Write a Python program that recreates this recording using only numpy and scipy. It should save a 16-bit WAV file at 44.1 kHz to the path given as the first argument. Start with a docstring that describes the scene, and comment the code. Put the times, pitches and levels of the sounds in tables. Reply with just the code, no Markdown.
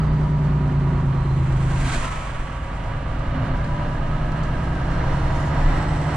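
"""A diesel engine booms on the overrun (the truck pushing the engine), heard in the cab with a window open.
It goes quiet, then pulls up in speed with clatter, growl, gear whine and a rising turbo whistle.
Engine tones are waves locked to the engine cycle; clatter is noise pulsed by the firings and coloured.
A small oncoming truck hisses past: coloured noise and tyre hums whose level follows its distance.
Filtered noise makes the road rumble, the cab booms and the short ticks of loose trim."""
import sys
import numpy as np
from scipy import signal
from scipy.fft import rfft, irfft
from scipy.io import wavfile

SR = 44100
rng = np.random.default_rng(int(sys.argv[2]) if len(sys.argv) > 2 else 0)


def digitize_waveform(pressure):
    """Quantize a signal to 16-bit integers and store it at the path in sys.argv[1].

    Rows of a 2-D input are taken as channels; values are limited to [-1, 1].
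    """
    field = np.atleast_2d(pressure).T
    bounded = np.clip(field, -1, 1)
    quanta = np.round(bounded * 32767).astype(np.int16)
    wavfile.write(sys.argv[1], SR, quanta)


N = 271656
T = np.arange(N) / SR
HZ = np.fft.rfftfreq(N, 1 / SR)

# "Order" means a multiple of the engine cycle rate; one cycle is six firings, or two turns of the crank.
# half_s is the time from the middle of a swell until it has faded to 37 %.

# engine speed: time_s, firing_hz
ENGINE_SPEED = [(0.0, 61.0), (0.4, 58.6), (0.75, 56.54), (1.1, 54.47), (1.45, 52.74), (1.8, 52.82),
                (2.3, 53.84), (2.8, 54.93), (3.2, 56.44), (3.66, 57.81), (4.1, 60.38), (4.5, 63.18),
                (4.9, 66.19), (5.35, 70.17), (5.8, 74.32), (6.16, 75.29)]
# engine load: time_s, load (no unit: 0 on the overrun, 1 pulling, 2 on full boost)
ENGINE_LOAD = [(1.74, 0), (1.92, 0.37), (2.6, 1.076), (4.75, 0.97), (4.95, 1.37), (5.6, 1.47)]
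# strong engine tones: order (no unit), overrun_db, pulling_db, boost_db
STRONG_ORDERS = [(6, -2, -10.5, 2), (7, -18, -13, -7), (8, -17, -13, 20), (9, 4, -3, 13), (10, -12, 2, 7),
                 (11, -5, -3, 7), (12, 7, 7.5, 14), (13, 3, 1, 4), (14, -2, -3, 4), (15, 18.5, 9, -3),
                 (16, 2, -3, 8), (17, 7, -1, -2), (18, 7, -3, 6), (21, 11, 7, 7), (24, 6, 1, 15),
                 (26, 2, 3, 10), (27, 12, 2, -3), (28, 1, 4, -3), (30, -2, 1, 1), (32, -12, -1, -4),
                 (34, -3, -3, -2), (36, 0, -12, -7), (38, 5, -9, -9), (39, 0, -14, -10), (40, 0, -15, -12),
                 (42, -5, -12, 10), (44, -2, -10, -6)]
# how the cab passes the drone: pitch_hz, level_db
CAB_RESPONSE = [(50, 15), (65, 20.5), (95, 1), (120, 2.5), (141, 3), (151, 3), (165, 5.5), (185, -10.5),
                (215, -3.5), (236, -17.5), (254, -2), (267, -9.5), (292, -5.5), (335, -8.5), (380, -6.5),
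                (425, -18.5), (470, -2), (520, -20)]
# delay of the drone on the left: lag_s on the overrun, then lag_s pulling
LEFT_LAG_S = [0.00013, 0.00004]
# clatter colour: pitch_hz, overrun_db, pulling_db
CLATTER_TONE = [(150, -29.5, -18.5), (336, -5.5, -7.5), (383, -8, -13), (542, 2, 0.5), (865, 2, -0.5),
                (1220, 1.5, -1), (1434, -3.5, -4.5), (1940, -7, -8), (2410, -14, -15), (3140, -15, -14.5),
                (3230, -19, -18.5), (4210, -19.5, -21), (4860, -29, -29.5), (10030, -52, -60)]
# ringing of engine block and covers: pitch_hz, width_hz, overrun_db, pulling_db, boost_db
BLOCK_RINGS = [(649, 23, -17.5, -14, -25), (963, 15.8, -7, -10.5, -10), (1254, 47, -16.5, -11, -16),
               (1625, 90, -27, -10, -16), (1974, 100, -27.5, -23, -7), (2840, 84, -32, -21.5, -33),
               (4290, 160, -36, -33.5, -23), (5420, 220, -52, -38, -21)]
# combustion growl under load: order (no unit, rounded when used), pulling_db, boost_db
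GROWL_ORDERS = [(48, -58, -48), (54, -60, -42), (57, -60.5, -51), (60, -50, -53), (65.7, -49.5, -58),
                (68.3, -61, -53), (69, -53, -49), (70.6, -58, -42), (73.7, -53, -51), (78.9, -57.5, -54),
                (80.4, -63, -46), (84.2, -52.5, -50)]
# gearbox casing resonances: pitch_hz, width_hz, level_db
CASING_RINGS = [(1148, 64, -44.5), (1297, 31, -43)]
# turbo speed: time_s, whistle_hz
TURBO_SPEED = [(0, 4660), (.48, 4570), (1.2, 4110), (1.5, 4030), (1.75, 3900), (2.8, 3520), (3.5, 3630),
               (4.2, 4300), (5, 5850), (5.8, 7880), (5.95, 8010), (6.16, 7930)]
# intake duct resonances, heard off the throttle: pitch_hz, width_hz, added level_db
DUCT_RINGS = [(4650, 30, 6.5), (4075, 36, 15)]
# intake hiss colour: pitch_hz, level_db
INTAKE_COLOUR = [(1500, -15), (3500, 0), (4400, -3), (4900, 0.5), (5500, 0.5), (7500, -1.5), (9500, -4.5),
                 (11000, -17), (15000, -33.5)]
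# panels that sing out for a moment: middle_s, half_s, pitch_hz, level_db
PANEL_TONES = [(0.355, 0.42, 964, -45.5), (3.782, 0.32, 982, -40), (4.33, 0.09, 980, -48),
               (4.88, 0.24, 1570, -45), (5.1, 0.21, 962, -42), (5.383, 0.15, 633, -40),
               (5.48, 0.24, 958, -43), (5.63, 0.32, 1930, -44), (5.66, 0.12, 1750, -46),
               (5.8, 0.25, 839, -39)]
# oncoming truck's tyre roar colour: pitch_hz, level_db
ROAR_COLOUR = [(170, -0.5), (280, 1), (440, -4), (700, -4), (1000, 1), (1450, -2), (2300, -3.5),
               (3300, -10), (4500, -30), (9000, -59)]
# oncoming truck's hiss colour: pitch_hz, level_db
HISS_COLOUR = [(1200, -22.5), (2500, -4.5), (4000, 2), (5200, -2.5), (7700, 1.5), (9500, -4.5),
               (10300, -11.5), (11000, -21), (15000, -29)]
# oncoming truck's tread hums: pitch_hz, ahead_db, behind_db
TREAD_HUMS = [(690, -13, -11), (1110, -15, -4), (1430, -6, -3.5)]
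# open window's resonances as the truck passes: pitch_hz, width_hz, level_db (relative)
WINDOW_RINGS = [(680, 45, 3), (1310, 56, -1), (1573, 75, -2), (1930, 44, 1), (2460, 53, -16),
                (3223, 70, -6), (3800, 100, -13)]
# surges of the passing sound through the window: middle_s, half_s, added level_db
WINDOW_SURGES = [(1.792, 0.019, 0.5), (1.942, 0.05, 1), (2.108, 0.04, 1), (2.25, 0.098, 2.5)]
# cab shaking colour: pitch_hz, level_db
CAB_SHAKE = [(8, -20), (16, -2), (28, 0), (40, -7), (55, -13), (90, -30), (300, -70), (3000, -130)]
# tyre rumble colour: pitch_hz, level_db
TYRE_RUMBLE = [(25, -17.5), (50, -5), (70, -3), (92, -16.5), (120, -7.5), (155, -3.5), (195, -15.5),
               (320, -19), (420, -25), (800, -43), (3000, -73.5), (12000, -110)]
# passing rises and falls in the cab's deep shaking, one as the truck passes: middle_s, half_s, added level_db
SHAKE_SWELLS = [(0.72, 0.25, -5.5), (1.928, 0.27, 5.5), (2.377, 0.04, 7), (2.58, 0.097, -14),
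                (3.395, 0.5, 3.5), (4.598, 0.64, 6), (5.76, 0.18, 7)]
# booms of the cab's air, set off by road bumps: middle_s, half_s, pitch_hz, width_hz, level_db
CAB_BOOMS = [(1.867, 0.17, 257, 13, -37.5), (3.303, 0.51, 106, 9, -33), (3.412, 0.24, 257, 6.2, -38.5),
             (3.6, 0.22, 69, 5.4, -33)]
# cab trim ticks: start_s, snap_db, ring_db, decay_s (time to fall by 60 dB)
TRIM_TICKS = [(3.193, -56, -64, .05), (3.643, -54, -49.5, .1), (3.765, -62, -54, .06),
              (4.319, -50, -66, .035), (4.434, -49, -53, .11), (5.826, -49, -60, .025),
              (6.143, -48, -56, .035)]
# tick snap colour: pitch_hz, level_db
SNAP_COLOUR = [(1500, -31), (3800, 3), (6000, 4), (8500, 2), (11000, -23), (15000, -37)]
# likeness of left and right: pitch_hz, likeness (no unit, 1 = same)
SIDE_LIKENESS = [(60, 1), (140, .995), (300, .97), (500, .8), (1000, .6), (2000, .68), (4000, .52),
                 (8000, .38), (14000, .5)]
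# level lean of the sides: pitch_hz, left minus right level_db
SIDE_LEAN = [(100, -.2), (330, -.5), (600, -6), (1100, -6), (2500, -3.2), (5000, -1.5), (10000, -2)]
# timing lead of the left side: pitch_hz, lead_radians
SIDE_LEAD = [(60, -.03), (280, -.05), (400, -.3), (640, -.45), (970, .35), (1400, 0), (2500, -.3),
             (5000, -1.3), (8000, -2.2), (10000, -2.6)]

EDGE_HZ = 15000  # upper edge of the whole sound
CRUISE_HZ = 58  # firings a second at which the base levels hold
# between overrun and pull the engine runs slack and quiet
SLACK_FROM_S, SLACK_FALL_S, SLACK_UNTIL_S, SLACK_RISE_S = 1.786, 0.23, 2.78, 0.58
# base levels, their RISE per doubling of engine speed, their drop while SLACK, their change on the OVERRUN
DRONE_DB, DRONE_RISE_DB, DRONE_SLACK_DB, DRONE_OVERRUN_DB = -43, 4.5, 8, 0.5
CLATTER_DB, CLATTER_RISE_DB, CLATTER_SLACK_DB = -35.5, 6.5, 3.5
CLATTER_OVERRUN_DB, CLATTER_BOOST_DB = -1.5, 4
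ROAD_DB, ROAD_RISE_DB, ROAD_SLACK_DB = -33, 8.5, 3.5
ROAD_OVERRUN_DB = -0.5  # overrun against pulling, half applied each way
SHAKE_DB, SHAKE_RISE_DB, SHAKE_PULL_DB = -31, 8.5, 0.5
GEAR_OVERRUN_DB = -1.5  # unloaded teeth whine less
LOWEST_ORDER, TOP_ORDER = 6, 44
# weak orders share a level that falls per order; those fitting neither crank turn nor bank are weaker
WEAK_ORDER_DB, WEAK_FALL_DB, WEAK_OVERRUN_FALL_DB, OFF_BEAT_DB = 3.5, 0.12, 0.3, -2
WAVER_DB = 1.3  # slow wavering of each order's level
# slack driveline's knock; KNOCK_TURN is its place in the crank turn (0-1)
KNOCK_DB, KNOCK_HZ, KNOCK_DECAY_S, KNOCK_TURN = -31, 373.5, 0.0049, 0.86
# whistle and intake air at full spool (turbo speed), with their rise per doubling of turbo speed
FULL_SPOOL_HZ = 8000
WHISTLE_DB, WHISTLE_RISE_DB = -58, 16.5
AIR_DB, AIR_RISE_DB, AIR_OVERRUN_DB = -53, 7, -3
# propeller shaft: rate against the firing rate, steady level, and a swell as it takes up the load
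SHAFT_RATIO, SHAFT_DB, SHAFT_SWELL_DB, SHAFT_S, SHAFT_HALF_S = 0.875, -40, 9, 2.9, 1
# oncoming truck: when it draws level, closing speed, distance from the window
PASS_S, PASS_M_PER_S, PASS_GAP_M = 1.933, 22.8, 1.62
# roar when level, and fall per doubling of distance ahead (behind the windscreen) and behind
ROAR_DB, ROAR_AHEAD_DB, ROAR_BEHIND_DB = -30.5, 4.5, 3.5
# hiss when level, fall per doubling of distance, and further loss per metre
HISS_DB, HISS_FALL_DB, HISS_LOSS_DB_PER_M = -39.5, 5, 0.5
# base level of the tread hums, fall per doubling of distance, and half_s of their swell
TREAD_DB, TREAD_FALL_DB, TREAD_HALF_S = -34, 1, 0.34
# Doppler pitch glide: share up and then down, middle, half length
DOPPLER_SHARE, GLIDE_S, GLIDE_HALF_S = 0.1, 1.99, 0.07
WINDOW_DB, WINDOW_HALF_S = -37.5, 0.1
TRIM_HZ, TRIM_WIDTH_HZ = 4200, 750


def amp(db):
    """Turns decibels into gain."""
    return 10 ** (np.asarray(db) / 20)


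def unit(x):
    """Scales to an rms (average strength) of 1."""
    return x / np.sqrt(np.mean(x ** 2) + 1e-20)


def curves(rows):
    """Draws each column of a time table, sample by sample."""
    s, *columns = np.transpose(rows)
    return [np.interp(T, s, column) for column in columns]


def read(rows, hz):
    """Reads each column of a frequency table at hz."""
    table_hz, *columns = np.transpose(rows)
    return np.squeeze([np.interp(np.log(hz + 1), np.log(table_hz + 1), column) for column in columns])


def colour(rows):
    """Gain at every frequency from a one-column colour table."""
    return amp(read(rows, HZ))


def ramp(start_s, length_s):
    """Goes from 0 to 1 in a straight line."""
    return np.clip((T - start_s) / length_s, 0, 1)


def swell(middle_s, half_s):
    """A smooth hump in time, 1 at its middle."""
    return np.exp(-((T - middle_s) / half_s) ** 2)


def humps_db(rows):
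    """Adds up a table of passing level changes."""
    return sum(db * swell(s, half_s) for s, half_s, db in rows)


def wander(hz):
    """Slow random drift of rms 1, up to about hz changes a second."""
    steps = rng.standard_normal(N // 64 + 1)  # one step per 64 samples
    steps_hz = np.fft.rfftfreq(len(steps), 64 / SR)
    slow = irfft(rfft(steps) / (1 + (steps_hz / hz) ** 4), len(steps))
    return np.interp(np.arange(N), np.arange(len(steps)) * 64, unit(slow))


def noise():
    """Two unrelated white noises."""
    return rng.standard_normal((2, N))


def resonance(hz, width_hz):
    """The gain of one steep resonance at every frequency."""
    return 1 / (1 + 1j * (HZ - hz) / width_hz) ** 2


def closeness(hz, centre_hz, width_hz):
    """How near a gliding tone is to a resonance, 1 at its centre."""
    return 1 / (1 + ((hz - centre_hz) / width_hz) ** 2)


def heard(pair, gain):
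    """Colours two unrelated signals and shares them between left and right; their average has rms 1."""
    a, b = rfft(pair) * gain
    alike = np.clip(read(SIDE_LIKENESS, HZ), 0, 1)
    lean = amp(read(SIDE_LEAN, HZ) / 2)
    right = alike * a + np.sqrt(1 - alike ** 2) * b
    right = right * np.exp(-1j * read(SIDE_LEAD, HZ))
    out = irfft(np.array([a * lean, right / lean]), N)
    return out / np.sqrt(np.mean(out.mean(0) ** 2) + 1e-20)


def whine(hz, db, width_hz, direct=1):
    """A tone reaching each side directly and by many shifting paths, so that it flutters and blurs."""
    turn = np.exp(2j * np.pi * np.cumsum(hz) / SR)
    paths = np.array([direct + wander(width_hz) + 1j * wander(width_hz) for _ in range(2)])
    return amp(db) * unit((paths * turn).real)


def rattle(cycles, repeat):
    """Noise of which a share repeats with every engine cycle; the rest is new each time."""
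    pattern = rng.standard_normal((2, 2048))
    locked = np.array([np.interp(cycles % 1, np.linspace(0, 1, len(p)), p) for p in pattern])
    share = np.clip(repeat, 0, 1)
    return np.sqrt(share / 2) * unit(locked) + np.sqrt(1 - share) * noise()


def drone(cycle_hz, cycles, load, level_db):
    """Uneven cylinders give tones on multiples of the cycle rate, which swell as they cross the cab's boom."""
    out = np.zeros((2, N))
    strong_db = {order: np.interp(load, [0, 1, 2], by_load_db) for order, *by_load_db in STRONG_ORDERS}
    fall_db = np.interp(load, [0, 1], [WEAK_OVERRUN_FALL_DB, WEAK_FALL_DB])
    left_cycles = cycles - cycle_hz * np.interp(load, [0, 1], LEFT_LAG_S)
    at_sides = np.array([left_cycles, cycles])
    for order in range(LOWEST_ORDER, TOP_ORDER + 1):
        waver_db = WAVER_DB * wander(5)
        slip = .05 * wander(6)  # small phase drift, radians
        off_beat = np.gcd(order, 6) == 1
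        weak_db = WEAK_ORDER_DB - fall_db * order + OFF_BEAT_DB * off_beat
        db = strong_db.get(order, weak_db) + read(CAB_RESPONSE, order * cycle_hz) + waver_db
        phase = 2 * np.pi * (order * at_sides + rng.random()) + slip
        out += np.sqrt(2) * amp(db) * np.cos(phase)
    return out * amp(level_db) * amp([[-.25], [.25]])  # right slightly louder


def clatter(cycles, load, level_db, repeat=0.4, knock=0.33, knock_decay=0.11, uneven=0.23, throb=0.073,
            flicker_db=0.76):
    """Each firing knocks the block, whose covers ring."""
    firings = 6 * cycles
    strength = 1 + uneven * rng.standard_normal(6)[firings.astype(int) % 6]  # one per cylinder
    blows = 1 + knock * strength * np.exp(-(firings % 1) / knock_decay)
    drive = blows * rattle(cycles, repeat)
    overrun, pulling = (heard(drive, amp(db)) for db in read(CLATTER_TONE, HZ))
    pull = np.clip(load, 0, 1)
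    out = (1 - pull) * overrun + pull * pulling
    # on the overrun the covers are shaken once a cycle
    throbbing = 1 + throb * (1 - pull) * np.cos(2 * np.pi * cycles)
    shaken = blows * rattle(cycles, repeat) * throbbing
    for hz, width_hz, *by_load_db in BLOCK_RINGS:
        out += amp(np.interp(load, [0, 1, 2], by_load_db)) * heard(shaken, resonance(hz, width_hz))
    return amp(level_db + flicker_db * wander(6.3)) * out


def growl(cycles, load):
    """Hard combustion repeats with the cycle, so it stands out of the clatter as a stack of clean tones."""
    out = np.zeros((2, N))
    for order, *by_load_db in GROWL_ORDERS:
        level = amp(np.interp(load, [1, 2], by_load_db) + 3.1 * wander(4.5))
        offset = rng.random() + .1 * rng.standard_normal((2, 1))  # differs a little between the sides
        out += np.sqrt(2) * level * np.cos(2 * np.pi * (round(order) * cycles + offset))
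    return out * np.clip(load, 0, 1) ** 2


def backlash(cycle_hz, cycles, pull):
    """The slack driveline knocks dully on every turn of the crank, gone once the engine pulls."""
    since_s = ((2 * cycles - KNOCK_TURN) % 1) / (2 * cycle_hz)
    age = since_s / KNOCK_DECAY_S
    ring = age * np.exp(1 - age) * np.sin(2 * np.pi * KNOCK_HZ * since_s)
    ring = signal.lfilter(*signal.butter(2, 2 * KNOCK_HZ, fs=SR), ring)  # dulls it
    return amp(KNOCK_DB + 2 * wander(11)) * np.clip(1 - 2 * pull, 0, 1) * ring


def gears(firing_hz, pull):
    """Meshing teeth whine, loudest where their pitch meets a resonance of the gearbox casing."""
    mesh_hz = 21 * firing_hz  # 63 teeth meet in each turn of the crank
    casing = sum(amp(db) * closeness(mesh_hz, hz, width_hz) for hz, width_hz, db in CASING_RINGS)
    tone = whine(mesh_hz, GEAR_OVERRUN_DB * (1 - pull), width_hz=22)
    return casing * tone * amp([[-1], [1]])


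def turbo(pull):
    """The compressor whistles and draws hissing air, both louder the faster it spins."""
    hz, = curves(TURBO_SPEED)
    spool = np.log2(hz / FULL_SPOOL_HZ)
    duct_db = sum(db * closeness(hz, centre_hz, width_hz) for centre_hz, width_hz, db in DUCT_RINGS)
    whistle_db = WHISTLE_DB + WHISTLE_RISE_DB * spool + duct_db * (1 - pull)
    whistle = whine(hz, whistle_db, width_hz=65, direct=1.6 - 1.2 * pull)
    air_db = AIR_DB + AIR_RISE_DB * spool + AIR_OVERRUN_DB * (1 - pull)
    return whistle + amp(air_db + 1.2 * wander(16)) * heard(noise(), colour(INTAKE_COLOUR))


def shaft(firing_hz):
    """The propeller shaft gives a deep hum geared to the engine."""
    db = SHAFT_DB + SHAFT_SWELL_DB * swell(SHAFT_S, SHAFT_HALF_S) + 1.4 * wander(5)
    return np.sqrt(2) * amp(db) * np.sin(2 * np.pi * np.cumsum(SHAFT_RATIO * firing_hz) / SR)


def panels(left_db=3):
    """Each panel swells into a fluttering tone and dies away again."""
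    tones = sum(swell(s, half_s) * whine(np.full(N, hz), db, width_hz=21) for s, half_s, hz, db in PANEL_TONES)
    return tones * amp([[left_db], [-left_db]])


def passing_truck(gust_db=1.1):
    """Hiss peaks sharply as the truck draws level; the roar lingers, the tread hums drop in pitch."""
    distance_m = np.hypot(PASS_GAP_M, PASS_M_PER_S * (T - PASS_S))
    doublings = np.log2(distance_m / PASS_GAP_M)
    roar_db = ROAR_DB - doublings * np.where(T < PASS_S, ROAR_AHEAD_DB, ROAR_BEHIND_DB)
    roar = amp(roar_db) * heard(noise(), colour(ROAR_COLOUR))
    hiss_db = HISS_DB - doublings * HISS_FALL_DB - HISS_LOSS_DB_PER_M * (distance_m - PASS_GAP_M)
    hiss = amp(hiss_db) * heard(noise(), colour(HISS_COLOUR))
    window_gain = sum(amp(db) * resonance(hz, width_hz) for hz, width_hz, db in WINDOW_RINGS)
    ring = amp(WINDOW_DB) * swell(PASS_S, WINDOW_HALF_S) * heard(noise(), window_gain)
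    receding = np.tanh((T - GLIDE_S) / GLIDE_HALF_S)  # -1 coming, 1 going
    tread = np.zeros((2, N))
    for hz, *by_side_db in TREAD_HUMS:
        gliding_hz = hz * (1 - DOPPLER_SHARE * receding)
        tread += whine(gliding_hz, np.interp(receding, [-1, 1], by_side_db), width_hz=89)
    tread *= amp(TREAD_DB - doublings * TREAD_FALL_DB) * swell(GLIDE_S, TREAD_HALF_S)
    tread *= amp([[2], [-2]])  # louder on the left
    return (roar + ring + tread + hiss) * amp(humps_db(WINDOW_SURGES) + gust_db * wander(35))


def road(speed, pull, slack):
    """Tyre rumble and the cab's deep shaking grow with engine speed; the shaking also rises and falls."""
    shake_db = SHAKE_DB + SHAKE_RISE_DB * speed + SHAKE_PULL_DB * pull + humps_db(SHAKE_SWELLS)
    shake = amp(shake_db) * heard(noise(), colour(CAB_SHAKE))
    rumble_db = ROAD_DB + ROAD_RISE_DB * speed - ROAD_SLACK_DB * slack + ROAD_OVERRUN_DB * (0.5 - pull)
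    return shake + amp(rumble_db) * heard(noise(), colour(TYRE_RUMBLE))


def booms():
    """Each bump swells one low resonance of the cab's air, alike on both sides."""
    shaking = rfft(rng.standard_normal(N))
    out = np.zeros(N)
    for s, half_s, hz, width_hz, db in CAB_BOOMS:
        out += amp(db) * swell(s, half_s) * unit(irfft(shaking * resonance(hz, width_hz), N))
    return out


def trim():
    """Loose cab fittings give short bright ticks: a snap of noise and a ring, dying away together."""
    snap = heard(noise(), colour(SNAP_COLOUR))
    ring = heard(noise(), resonance(TRIM_HZ, TRIM_WIDTH_HZ))
    out = np.zeros((2, N))
    for s, snap_db, ring_db, decay_s in TRIM_TICKS:
        fade = (T >= s) * amp(-60 * np.clip(T - s, 0, 1) / decay_s)
        out += fade * (amp(snap_db) * snap + amp(ring_db) * ring)
    return out


def scene():
    """Engine speed and load drive the engine, gear and road sounds; the other layers are added."""
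    firing_hz, = curves(ENGINE_SPEED)
    cycle_hz = firing_hz / 6
    cycles = np.cumsum(cycle_hz) / SR
    speed = np.log2(firing_hz / CRUISE_HZ)  # doublings above cruising speed
    load, = curves(ENGINE_LOAD)
    pull = np.clip(load, 0, 1)
    slack = ramp(SLACK_FROM_S, SLACK_FALL_S) - ramp(SLACK_UNTIL_S, SLACK_RISE_S)
    drone_db = DRONE_DB + DRONE_RISE_DB * speed - DRONE_SLACK_DB * slack + DRONE_OVERRUN_DB * (1 - pull)
    effort_db = np.interp(load, [0, 1, 2], [CLATTER_OVERRUN_DB, 0, CLATTER_BOOST_DB])
    clatter_db = CLATTER_DB + CLATTER_RISE_DB * speed - CLATTER_SLACK_DB * slack + effort_db
    engine = drone(cycle_hz, cycles, load, drone_db) + clatter(cycles, load, clatter_db)
    engine += growl(cycles, load) * amp(-CLATTER_SLACK_DB * slack)
    driveline = backlash(cycle_hz, cycles, pull) + gears(firing_hz, pull) + shaft(firing_hz)
    cab = panels() + booms() + trim()
    return engine + driveline + turbo(pull) + passing_truck() + road(speed, pull, slack) + cab


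def record(dry):
    """A steep low-pass filter removes what lies above the upper edge."""
    low_pass = signal.firwin(511, EDGE_HZ, window=("kaiser", 9), fs=SR)
    return signal.oaconvolve(dry, low_pass[None], "same")


dry = scene()
out = record(dry)
digitize_waveform(out)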